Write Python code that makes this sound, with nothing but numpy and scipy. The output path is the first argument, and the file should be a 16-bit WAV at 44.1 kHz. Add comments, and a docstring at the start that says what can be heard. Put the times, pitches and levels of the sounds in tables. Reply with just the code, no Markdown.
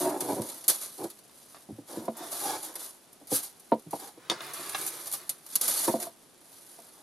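"""A cloth-covered table in a small, quiet room: a fine metal chain is pulled out, dropped in a pile and picked up again.
Sparse random blows make the links tick and ring near 10 kHz: clumped in a rustle, in bursts when a length lands.
Filtered grains make the hiss of chain on cloth, the dull drag of hands and the rasp of a hard thing pushed along.
Soft pushes thud and ring the table top; noise cracks with a hollow knock and a ping put the hard thing down.
Short echoes surround it all, over steady stereo room noise and hiss."""
import sys
import numpy as np
from scipy import signal
from scipy.io import wavfile

SR = 44100
rng = np.random.default_rng(int(sys.argv[2]) if len(sys.argv) > 2 else 0)


def log_audio(samples):
    """Write samples as a 16-bit WAV file to the path given in sys.argv[1]."""
    # one column per channel
    frames = np.atleast_2d(samples).T
    # limit to full scale, then quantise
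    limited = np.clip(frames, -1, 1)
    pcm = np.round(limited * 32767).astype(np.int16)
    wavfile.write(sys.argv[1], SR, pcm)


N = 309582

# Levels in the event tables are relative: each layer adds its own gain.
# A hand drags over the table top in jerks:
# (start [s], speeding up [s], steady [s], coming to rest [s], level [dB], dull above [Hz])
HAND_DRAGS = [(0, 0.0084, 0.015, 0.12, -31.5, 710), (0.033, 0.025, 0.06, 0.041, -30, 1450),
              (.135, 0.013, 0.022, 0.028, -32, 1080), (.18, 0.023, 0.08, 0.043, -38, 700),
              (0.221, 0.0043, 0.0066, 0.052, -38.5, 700), (0.273, 0.033, 0.023, 0.04, -30.5, 940),
              (.358, 0.0092, 0.033, 0.016, -33, 300), (0.408, 0.011, 0.014, 0.2, -42, 1240),
              (0.973, 0.038, 0.048, 0.021, -37, 700), (1.87, 0.062, 0.039, 0.046, -45, 1500),
              (1.98, 0.058, 0.027, 0.028, -43, 300), (5.863, 0.027, 0.005, 0.025, -24.5, 1510),
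              (5.9, 0.046, 0.097, 0.056, -44, 1230)]
# The chain is moved: (start [s], speeding up [s], steady [s], coming to rest [s], level [dB])
CHAIN_PULLS = [(0, 0.00031, 0.011, 0.2, -34), (.12, .15, 0.076, 0.19, -41.5),
               (.42, 0.011, 0.052, 0.52, -44.5), (.68, 0.017, 0.028, 0.17, -35.5),
               (.8, 0.025, 0.01, 0.099, -39), (.88, 0.074, 0.11, 0.18, -50),
               (1.25, 0.15, 0.22, 0.053, -58.5), (1.85, 0.054, 0.052, 0.29, -48.5),
               (2.17, 0.093, 0.054, .1, -46.5), (2.29, 0.036, 0.071, 0.14, -38.5),
               (2.35, 0.1, 0.048, 0.23, -38), (2.605, .035, .025, .07, -42), (2.74, .09, .02, .12, -42),
               (3.285, .055, .025, .075, -30.5), (3.4, 0.032, 0.044, 0.059, -45.5),
               (3.52, 0.073, 0.27, 0.11, -63.5), (3.9, 0.023, 0.15, 0.065, -48.5),
               (4.37, 0.053, 0.018, 0.69, -49), (4.535, 0.0092, 0.24, 0.69, -44.5),
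               (4.7, 0.1, 0.045, 0.52, -41.5), (4.93, 0.079, 0.17, 0.073, -48.5),
               (5.4, 0.16, 0.23, 0.22, -45), (5.6, 0.04, 0.23, 0.15, -32.5),
               (5.97, 0.064, 0.012, 0.049, -39.5), (6.25, 0.42, .12, 0.62, -54.5)]
STIR_DB = -65.5  # least motion, on the scale of the pulls: the links never lie quite still
# stray hard snaps within the rustle: level against it at the usual speed [dB], rate against its soft collisions
STRAY_DB, STRAY_SHARE = -8, .16
# Bumps on the table:
# (time [s], peak level [dB], contact time constant [ms], mode favoured at that spot [Hz], favoured by [dB])
TABLE_BUMPS = [(0.018, -41, 0.13, 350, 4), (0.306, -26, 0.15, 350, 4), (0.323, -28, 0.7, 350, 5),
               (0.391, -27, 0.6, 350, 7), (0.682, -35, 0.18, 350, 9), (1.019, -27, 0.29, 350, 7),
               (1.041, -28.5, 0.47, 350, 8), (1.689, -29.5, 0.46, 226, 8), (1.702, -30, 0.47, 226, 11),
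               (1.72, -34, 3, 109, 8), (1.783, -32.5, 0.69, 350, 2), (1.972, -27, 0.55, 350, 6),
               (2.081, -18, 0.11, 938, 1.5), (2.205, -34.5, 0.17, 350, 14), (3.213, -42, 0.29, 350, -3),
               (3.3176, -18, 0.37, 503, 4), (3.7196, -8, 0.11, 938, 4.5), (3.863, -33, 0.82, 156, 9),
               (3.931, -19.5, 0.097, 817, 3.5), (4.174, -41, 0.26, 938, 5), (4.3, -30, 0.52, 350, 14),
               (4.316, -24, 0.031, 350, 8), (4.593, -34.5, 0.29, 350, 13), (5.88, -16.5, 0.085, 938, 4),
               (5.9393, -17, 0.22, 674, 8), (6.068, -30.5, 0.057, 674, 4), (6.787, -43.5, 0.05, 350, -3)]
# A length of chain lands or slips:
# (time [s], level [dB], time constant of the links settling [s], share of hard link-on-link snaps [0-1])
CHAIN_LANDINGS = [(0.2052, -26, 0.0096, 0.4), (0.418, -28.5, 0.0029, 0), (0.47, -40, 0.0028, 0.3),
                  (0.488, -35, 0.006, 0.5), (0.498, -33, 0.0046, 0.4), (0.543, -39.5, 0.0042, 0),
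                  (0.64, -37.5, 0.0061, 0), (0.6801, -14.5, 0.017, 0.95), (0.697, -18.5, 0.0084, 0.35),
                  (0.811, -45, 0.0016, .9), (0.859, -37, 0.0011, 0.4), (1.04, -34.5, 0.004, 0),
                  (1.101, -39, 0.0058, 0.6), (1.113, -44, .004, 0.5), (1.187, -48, 0.0065, 0.4),
                  (1.545, -61, 0.003, .1), (2.053, -43.5, 0.0061, .1), (2.168, -41, 0.029, 0.9),
                  (2.629, -34, 0.008, 1), (2.649, -34, 0.0048, 0.86), (2.739, -45, 0.006, 0.4),
                  (2.754, -31.5, 0.0082, 0.17), (2.843, -52, 0.0025, 0.9), (3.129, -45, 0.0035, 0.9),
                  (3.27, -47, 0.06, 0.3), (3.332, -29.5, 0.016, 1), (3.348, -23, 0.008, 1),
                  (3.362, -24, 0.0018, 1), (3.368, -26.5, 0.0044, 0.9), (3.387, -31, 0.0065, 1),
                  (3.43, -33, 0.016, 0.9), (3.597, -47, 0.0072, 0.4), (3.794, -48.5, 0.0055, 0.1),
                  (3.908, -40.5, 0.0059, .3), (4.534, -34, 0.01, 0.4), (4.693, -30, 0.0043, .4),
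                  (4.812, -34, 0.006, 0.3), (4.864, -25.5, 0.0053, 0.95), (4.875, -27.5, 0.011, 1),
                  (5.058, -38, 0.005, .5), (5.069, -33, 0.01, 0.3), (5.114, -30.5, 0.0035, 0.7),
                  (5.124, -29, 0.015, 1), (5.135, -28, 0.015, 0.37), (5.2931, -19.5, 0.0043, 0.98),
                  (5.301, -39, 0.019, 0.4), (5.463, -41, 0.0064, 0.1), (5.528, -41, 0.016, 0.2),
                  (5.555, -12, 0.0037, 1), (5.612, -18, 0.0049, .8), (5.678, -22.5, 0.024, 0.7),
                  (6.0, -32, 0.0046, 0.1), (6.026, -28, 0.004, 0)]
# The hard thing is put down and knocks:
# (time [s], crack level [dB], hollow body [dB], ping [dB], time constant of the crack [s])
HARD_KNOCKS = [(1.295, -43, -8, -14, 0.0011), (1.546, -35, 0, -16, 0.00067), (1.567, -38, -7, -17, .0012),
               (4.2989, -11, -15, -1, 0.0014), (4.3145, -15, -7.5, -17, 0.00078),
               (4.406, -30.5, 6, -3.5, 0.0014), (4.7472, -28, 5.5, 4, 0.0053)]
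# Chain and hand slide over the cloth:
# (start [s], speeding up [s], steady [s], coming to rest [s], level [dB])
CLOTH_SLIDES = [(1.86, 0.043, .01, 0.35, -51.5), (2.1, 0.1, 0.37, 0.27, -50),
                (2.28, 0.23, 0.042, 0.045, -41.5), (2.62, 0.096, 0.079, 0.18, -54.5),
                (3.9, 0.15, 0.028, 0.081, -54.5), (6.5, 0.61, .02, 0.18, -68.5)]
# A hard thing is pushed along the table:
# (start [s], speeding up [s], steady [s], coming to rest [s], level [dB])
HARD_SCRAPES = [(4.12, 0.35, 0.3, 0.58, -48)]

# Modes of the table top: (frequency [Hz], level [dB], decay by 60 dB [s])
TABLE_MODES = [(109, -21, .12), (156, -18, .12), (226, -10, .16), (289, -8, .11), (351, -7, .11),
               (503, -1.5, .065), (674, -1, .065), (817, -2.5, .055), (938, 1.5, .05), (1215, -13, .055),
               (1380, -16.5, .05)]
# Modes of the hard thing: (frequency [Hz], level [dB], decay by 60 dB [s])
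HARD_THING_MODES = [(3250, -33, 0.031), (3576, 1.5, 0.017), (3640, -7, 0.018), (4060, -4, 0.017),
                    (4340, -19, .025), (5030, -13, 0.013), (6100, -9, 0.013)]
# Rings of the links: (frequency [Hz], level [dB])
LINK_MODES = [(3500, -9), (4150, -7), (4450, -8), (6100, -7), (7000, -6), (9485, -2), (9700, -2), (9905, 0),
              (10030, 0), (10185, 1), (10300, -1), (10627, 0), (10977, 1), (11305, 1), (11650, 0),
              (11900, 1), (12190, -4), (12650, -7)]

# Spectrum of the steady room noise and hiss: (frequency [Hz], relative level [dB])
AIR_SPECTRUM = [(25, -14), (60, -17), (130, -3.5), (220, -1), (350, 1), (480, -3.5), (700, -2.5),
                (1000, -7), (2200, -13), (3500, -12.5), (8000, -15), (10500, -12), (12000, -20),
                (14000, -30), (15500, -45)]
AIR_DB = -60.5
# Spectrum of skin dragging on cloth: (frequency [Hz], relative level [dB])
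DRAG_SPECTRUM = [(60, -36), (135, -12), (210, -12), (280, -3), (350, 4.5), (400, -1), (465, -13), (560, -2),
                 (680, -2), (800, -10), (940, -2), (1200, -16), (1500, -19), (2200, -26), (4000, -32)]
# Spectrum of links cushioned by the cloth: (frequency [Hz], relative level [dB])
SOFT_LINK_SPECTRUM = [(150, -27.5), (350, -14), (1000, -14), (1800, -17), (2600, -20.5), (3200, -15.5),
                      (4100, -8.5), (5200, -11), (6500, -8.5), (8200, -9.5), (9700, 0), (11700, -0.5),
                      (13000, -9.5), (14000, -18), (15000, -28), (16000, -47)]
# Spectrum of hard link-on-link snaps: (frequency [Hz], relative level [dB])
HARD_LINK_SPECTRUM = [(300, -27), (2500, -25), (4200, -13), (5200, -13), (6500, -9), (8200, -9), (9700, -1),
                      (11700, 1), (13000, -4), (14000, -10), (15000, -19), (16000, -31)]
# Spectrum of the table's thud: (frequency [Hz], relative level [dB])
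THUD_SPECTRUM = [(50, -31.5), (130, -24.5), (300, 3), (520, 4.5), (800, 0.5), (1020, -0.5), (1250, -14.5),
                 (1600, -25.5), (2100, -14.5), (3000, -16), (4500, -6), (8000, -44)]
# Spectrum of the hard thing's crack: (frequency [Hz], relative level [dB])
CRACK_SPECTRUM = [(300, -3.5), (1200, 5), (2000, -25), (2800, -39), (3400, -9), (5000, -4), (6800, -17.5),
                  (11000, -15), (12500, -29), (15000, -78)]
# Spectrum of the hard thing's hollow body: (frequency [Hz], relative level [dB])
HOLLOW_SPECTRUM = [(250, -11), (700, -2), (950, -8), (1220, 5), (1450, -2.5), (1620, 7), (1850, -2),
                   (2090, 5), (2350, -6.5), (2800, -2), (6000, -81)]
# Spectrum of sliding over the cloth: (frequency [Hz], relative level [dB])
SLIDE_SPECTRUM = [(90, -8), (220, -8.5), (330, 11.5), (480, 2), (850, 7.5), (1220, 1), (1900, -6.5),
                  (2600, -17), (3100, -12), (3500, -5.5), (4000, -12), (5000, -10.5), (8000, -18),
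                  (14000, -36)]
# Spectrum of the dry rasp: (frequency [Hz], relative level [dB])
SCRAPE_SPECTRUM = [(80, -11.5), (160, -5.5), (250, -19), (330, 2), (500, -8.5), (900, -6), (1220, -1),
                   (1420, -6), (1650, -7), (2100, -9.5), (3100, -14.5), (3500, -12.5), (4500, -15.5),
                   (10000, -34)]

# The room's decay: (frequency [Hz], decay by 60 dB [s])
ROOM_DECAY = [(150, .2), (400, .16), (1000, .12), (3000, .11), (12000, .03)]
# Echoes of the table in the middle: (frequency [Hz], level against direct sound [dB])
TABLE_ECHO_MID = [(200, -6.5), (1000, -6), (10000, 6.5)]
# Echoes of the table to the sides: (frequency [Hz], level against direct sound [dB])
TABLE_ECHO_SIDE = [(100, -20), (300, -45), (600, -20), (1200, -8), (3000, -7), (8000, -2)]
# Echoes of the chain in the middle: (frequency [Hz], level against direct sound [dB])
CHAIN_ECHO_MID = [(1000, 4), (10000, -2)]
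# Echoes of the chain to the sides: (frequency [Hz], level against direct sound [dB])
CHAIN_ECHO_SIDE = [(300, -5), (1200, 2.5), (3000, -4.5), (8000, -6.5), (12000, -4.5)]
EDGE_HZ = 15900


def amp(db):
    """Decibels to gain."""
    return 10 ** (np.asarray(db) / 20)


def unit(x):
    """Scales to rms 1."""
    return x / np.sqrt(np.mean(x ** 2) + 1e-20)


def read(points, hz):
    """Reads a curve on a log-frequency axis."""
    f, value = np.transpose(points)
    return np.interp(np.log(hz + 1), np.log(f + 1), value)


def add(mix, s, sound):
    """Mixes a sound in at time s."""
    part = mix[max(round(s * SR), 0):][:len(sound)]
    part += sound[:len(part)]


def colour(x, points):
    """Minimum-phase filter of unit energy with the shape of the given spectrum."""
    log_gain = np.log(amp(read(points, abs(np.fft.fftfreq(4096, 1 / SR)))))
    response = np.exp(np.conj(signal.hilbert(log_gain)))
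    taps = np.fft.ifft(response).real[:2048]
    return signal.oaconvolve(x, taps / np.linalg.norm(taps))[:len(x)]


def ticks(per_s, spread_db, count):
    """Random tiny impacts, mostly small, a few large; mean power about 1."""
    chance, size, sign = rng.random((3, count))
    sizes = amp(spread_db * np.minimum(-np.log(1 - size), 4))
    blows = unit(sizes) * np.sign(sign - .5)
    share = np.clip(per_s / SR, 1e-4, 1)
    return blows * (chance < share) / np.sqrt(share)


def flutter(depth_db, per_s):
    """A gain of rms 1 that wanders at random, through two random points per cycle."""
    steps = rng.standard_normal(size=4000)
    position = 2 * per_s * np.arange(N) / SR
    return unit(amp(depth_db * np.interp(position, np.arange(len(steps)), steps)))


def clumps(clump_s):
    """Numbers the successive moments of equal length, sample by sample."""
    return np.minimum(np.arange(N) / SR / clump_s, 999).astype(int)


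def strokes(rows, rest_db=-20):
    """Gain of movements: each speeds up smoothly, holds, then falls by rest_db per coming-to-rest time."""
    power = np.zeros(N)
    for start, rise_s, hold_s, fall_s, db in rows:
        t = np.arange(N) / SR - start
        rise = np.sin(np.pi / 2 * np.clip(t / rise_s, 0, 1)) ** 2
        fall_db = rest_db * np.maximum(t - rise_s - hold_s, 0) / fall_s
        power += (rise * amp(db + fall_db)) ** 2
    return np.sqrt(power)


def air(gain_db=0, side_db=-6):
    """Steady room noise and microphone hiss, partly different on the two sides."""
    mid, side = (colour(noise, AIR_SPECTRUM) for noise in rng.standard_normal((2, N)))
    side = amp(side_db) * side
    return amp(AIR_DB + gain_db) * np.array([mid + side, mid - side])


def drags(gain_db=-1.5):
    """Skin sticks and slips on the cloth and shakes the table top; soft flesh sounds duller."""
    slips = colour(ticks(per_s=1200, spread_db=1.5, count=N), DRAG_SPECTRUM)
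    out = np.zeros(N)
    for *stroke, top_hz in HAND_DRAGS:
        dulled = signal.lfilter(*signal.butter(1, top_hz, fs=SR), slips)
        out += strokes([stroke]) * unit(dulled)
    return amp(gain_db) * out


def rustle(gain_db=-1.45, usual_db=-42, usual_per_s=2500, spread_db=2.0):
    """Links collide more often and harder the faster the chain moves; gives soft and hard blows."""
    motion = np.hypot(strokes(CHAIN_PULLS), amp(STIR_DB))
    speed_up = np.sqrt(motion / amp(usual_db))
    per_s = usual_per_s * speed_up
    soft = flutter(depth_db=1.26, per_s=57) * ticks(per_s, spread_db, count=N)
    hard = amp(STRAY_DB) * speed_up * ticks(STRAY_SHARE * per_s, spread_db, count=N)
    return amp(gain_db) * motion * np.array([soft, hard])


def links(soft, hard, ring_db=-7, hard_ring_db=-5, ring_t60=0.1, clump_s=0.046, detune_hz=15, count=4):
    """Blows tick, brighter uncushioned by cloth, and ring one of a few modes that change by the moment."""
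    in_play = rng.integers(0, len(LINK_MODES), size=(1000, count))
    which = in_play[clumps(clump_s), rng.integers(0, count, N)]
    r = amp(-60 / (ring_t60 * SR))  # decay per sample
    out = colour(soft, SOFT_LINK_SPECTRUM) + colour(hard, HARD_LINK_SPECTRUM)
    blows = soft + amp(hard_ring_db) * hard
    for k, (hz, db) in enumerate(LINK_MODES):
        turn = 2 * np.pi * (hz + detune_hz * rng.standard_normal()) / SR
        gain = amp(ring_db + db) * np.sqrt(1 - r * r) * np.sin(turn)
        struck = blows * (which == k) + 1e-18  # the offset avoids denormals
        out += signal.lfilter([gain], [1, -2 * r * np.cos(turn), r * r], struck)
    return out


def chain(count=6, clump_s=0.03):
    """Links collide at two neighbouring places at a time, each with its own echoes; gives mid and side."""
    first_place = rng.integers(0, count, size=1000)[clumps(clump_s)]
    place = (first_place + rng.integers(0, 2, N)) % count
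    soft, hard = rustle() + clinks()
    out = np.zeros((2, N))
    for k in range(count):
        x = links(soft * (place == k), hard * (place == k))
        echo = signal.oaconvolve(x, reflections(CHAIN_ECHO_MID))[:N]
        side = signal.oaconvolve(x, reflections(CHAIN_ECHO_SIDE))[:N]
        out += [x + echo, side]
    return out


def bumps(gain_db=-1, ring_db=1, scatter_db=-19, scatter_s=0.01):
    """A push on the table gives a thud and rings its modes, one favoured; longer contact sounds duller."""
    out, t = np.zeros(N), np.arange(SR // 4) / SR
    for s, db, contact_ms, main_hz, favour_db in TABLE_BUMPS:
        main = np.argmin([abs(mode[0] - main_hz) for mode in TABLE_MODES])
        ring = np.zeros(len(t))
        for k, (hz, mode_db, t60) in enumerate(TABLE_MODES):
            fade = amp(mode_db + favour_db * (k == main) - 60 * t / t60)
            ring += (-1) ** k * fade * np.cos(2 * np.pi * hz * t)
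        # the bending wave returns from the table's edges, differently for each bump
        returns = amp(scatter_db) * np.exp(-t / scatter_s) * rng.standard_normal(len(t))
        thud = colour(signal.unit_impulse(len(t)) + returns, THUD_SPECTRUM)
        body = unit(thud) + amp(ring_db) * unit(ring)
        push = t * t * np.exp(-1000 * t / max(contact_ms, .03))
        knock = signal.fftconvolve(push, body)[:len(t)]
        add(out, s, amp(db + gain_db) * knock / abs(knock).max())
    return out


def clinks(gain_db=-2.5, rise_s=0.00042):
    """A length of chain lands: soft and hard collisions in a burst that dies away as the links settle."""
    out, t = np.zeros((2, N)), np.arange(SR // 8) / SR
    for s, db, settle_s, hardness in CHAIN_LANDINGS:
        burst = (1 - np.exp(-t / rise_s)) * np.exp(-t / max(settle_s, rise_s))
        burst = burst / burst.max()
        for blows, share in zip(out, np.clip([1 - hardness, hardness], 0, 1)):
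            grain = ticks(per_s=11000, spread_db=0.0, count=len(t))
            add(blows, s, amp(db + gain_db) * np.sqrt(share) * burst * grain)
    return out


def clacks(gain_db=-12.5, rattle_db=-13, rattle_s=0.024, ring_db=-7, hollow_db=3):
    """A hard contact: a short crack and brief rattle, the ping of its modes and a hollow body's knock."""
    cracks, knocks, pings = np.zeros((3, N))
    t = np.arange(SR // 8) / SR
    ring = sum(amp(db - 60 * t / t60) * np.sin(2 * np.pi * hz * t) for hz, db, t60 in HARD_THING_MODES)
    for s, db, body_db, ping_db, crack_s in HARD_KNOCKS:
        fade = np.exp(-t / crack_s) + amp(rattle_db) * np.exp(-t / rattle_s)
        crack = amp(db + gain_db) * fade * rng.standard_normal(len(t))
        add(cracks, s, crack)
        add(knocks, s, amp(body_db + hollow_db) * crack)
        add(pings, s, amp(db + ping_db + ring_db) * ring)
    return colour(cracks, CRACK_SPECTRUM) + pings + colour(knocks, HOLLOW_SPECTRUM)


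def slides(gain_db=2):
    """Cloth fibres catch and let go under the sliding chain: dense, fluttering grains."""
    grain = ticks(per_s=12000, spread_db=4.5, count=N) * flutter(depth_db=3.0, per_s=25.0)
    return amp(gain_db) * strokes(CLOTH_SLIDES) * colour(grain, SLIDE_SPECTRUM)


def scrapes(gain_db=2):
    """The hard thing is pushed along the table: fluttering grains make a dry, hollow rasp."""
    grain = ticks(per_s=5000, spread_db=1.5, count=N) * flutter(depth_db=2.0, per_s=15)
    return amp(gain_db) * strokes(HARD_SCRAPES) * colour(grain, SCRAPE_SPECTRUM)


def reflections(points, near_db=9, near_s=0.012, first_s=0.0006):
    """Quick echoes off the table and the things on it, then the short tail of the room."""
    t = np.arange(SR // 2) / SR
    density = (1 + amp(near_db) * np.exp(-t / near_s)) * (t > first_s)
    noise = rng.standard_normal(len(t)) * density
    hz, at, z = signal.stft(noise, SR, nperseg=256)
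    z = z * amp(-60 * at / read(ROOM_DECAY, hz)[:, None])
    energy = np.linalg.norm(signal.istft(z, SR)[1])
    return signal.istft(z * amp(read(points, hz))[:, None], SR)[1] / energy


def room(x, points, turns_per_s=1.311, count=3):
    """A steady cycle blends echo patterns, standing in for hands and chain that move about."""
    turn = 2 * np.pi * turns_per_s * np.arange(N) / SR
    out = np.zeros(N)
    for k in range(count):
        share = np.cos(turn + np.pi * k / count) * np.sqrt(2 / count)
        out += signal.oaconvolve(x * share, reflections(points))[:N]
    return out


def scene(balance_db=-0.91, low_cut_hz=112):
    """All sources lie on the table; their reflections differ between the two microphones."""
    table = drags() + bumps() + clacks() + slides() + scrapes()
    table_mid = table + room(table, TABLE_ECHO_MID)
    both = chain() + [table_mid, room(table, TABLE_ECHO_SIDE)]
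    low_cut = signal.butter(4, low_cut_hz, "high", fs=SR, output="sos")
    mid, side = signal.sosfilt(low_cut, both)
    return np.array([(mid + side) * amp(balance_db), mid - side]) + air()


def record(dry):
    """A steep low-pass at EDGE_HZ: nothing sounds above it."""
    taps = signal.firwin(511, EDGE_HZ, window=("kaiser", 9), fs=SR)
    return signal.oaconvolve(dry, taps[None], "same")


dry = scene()
out = record(dry)
log_audio(out)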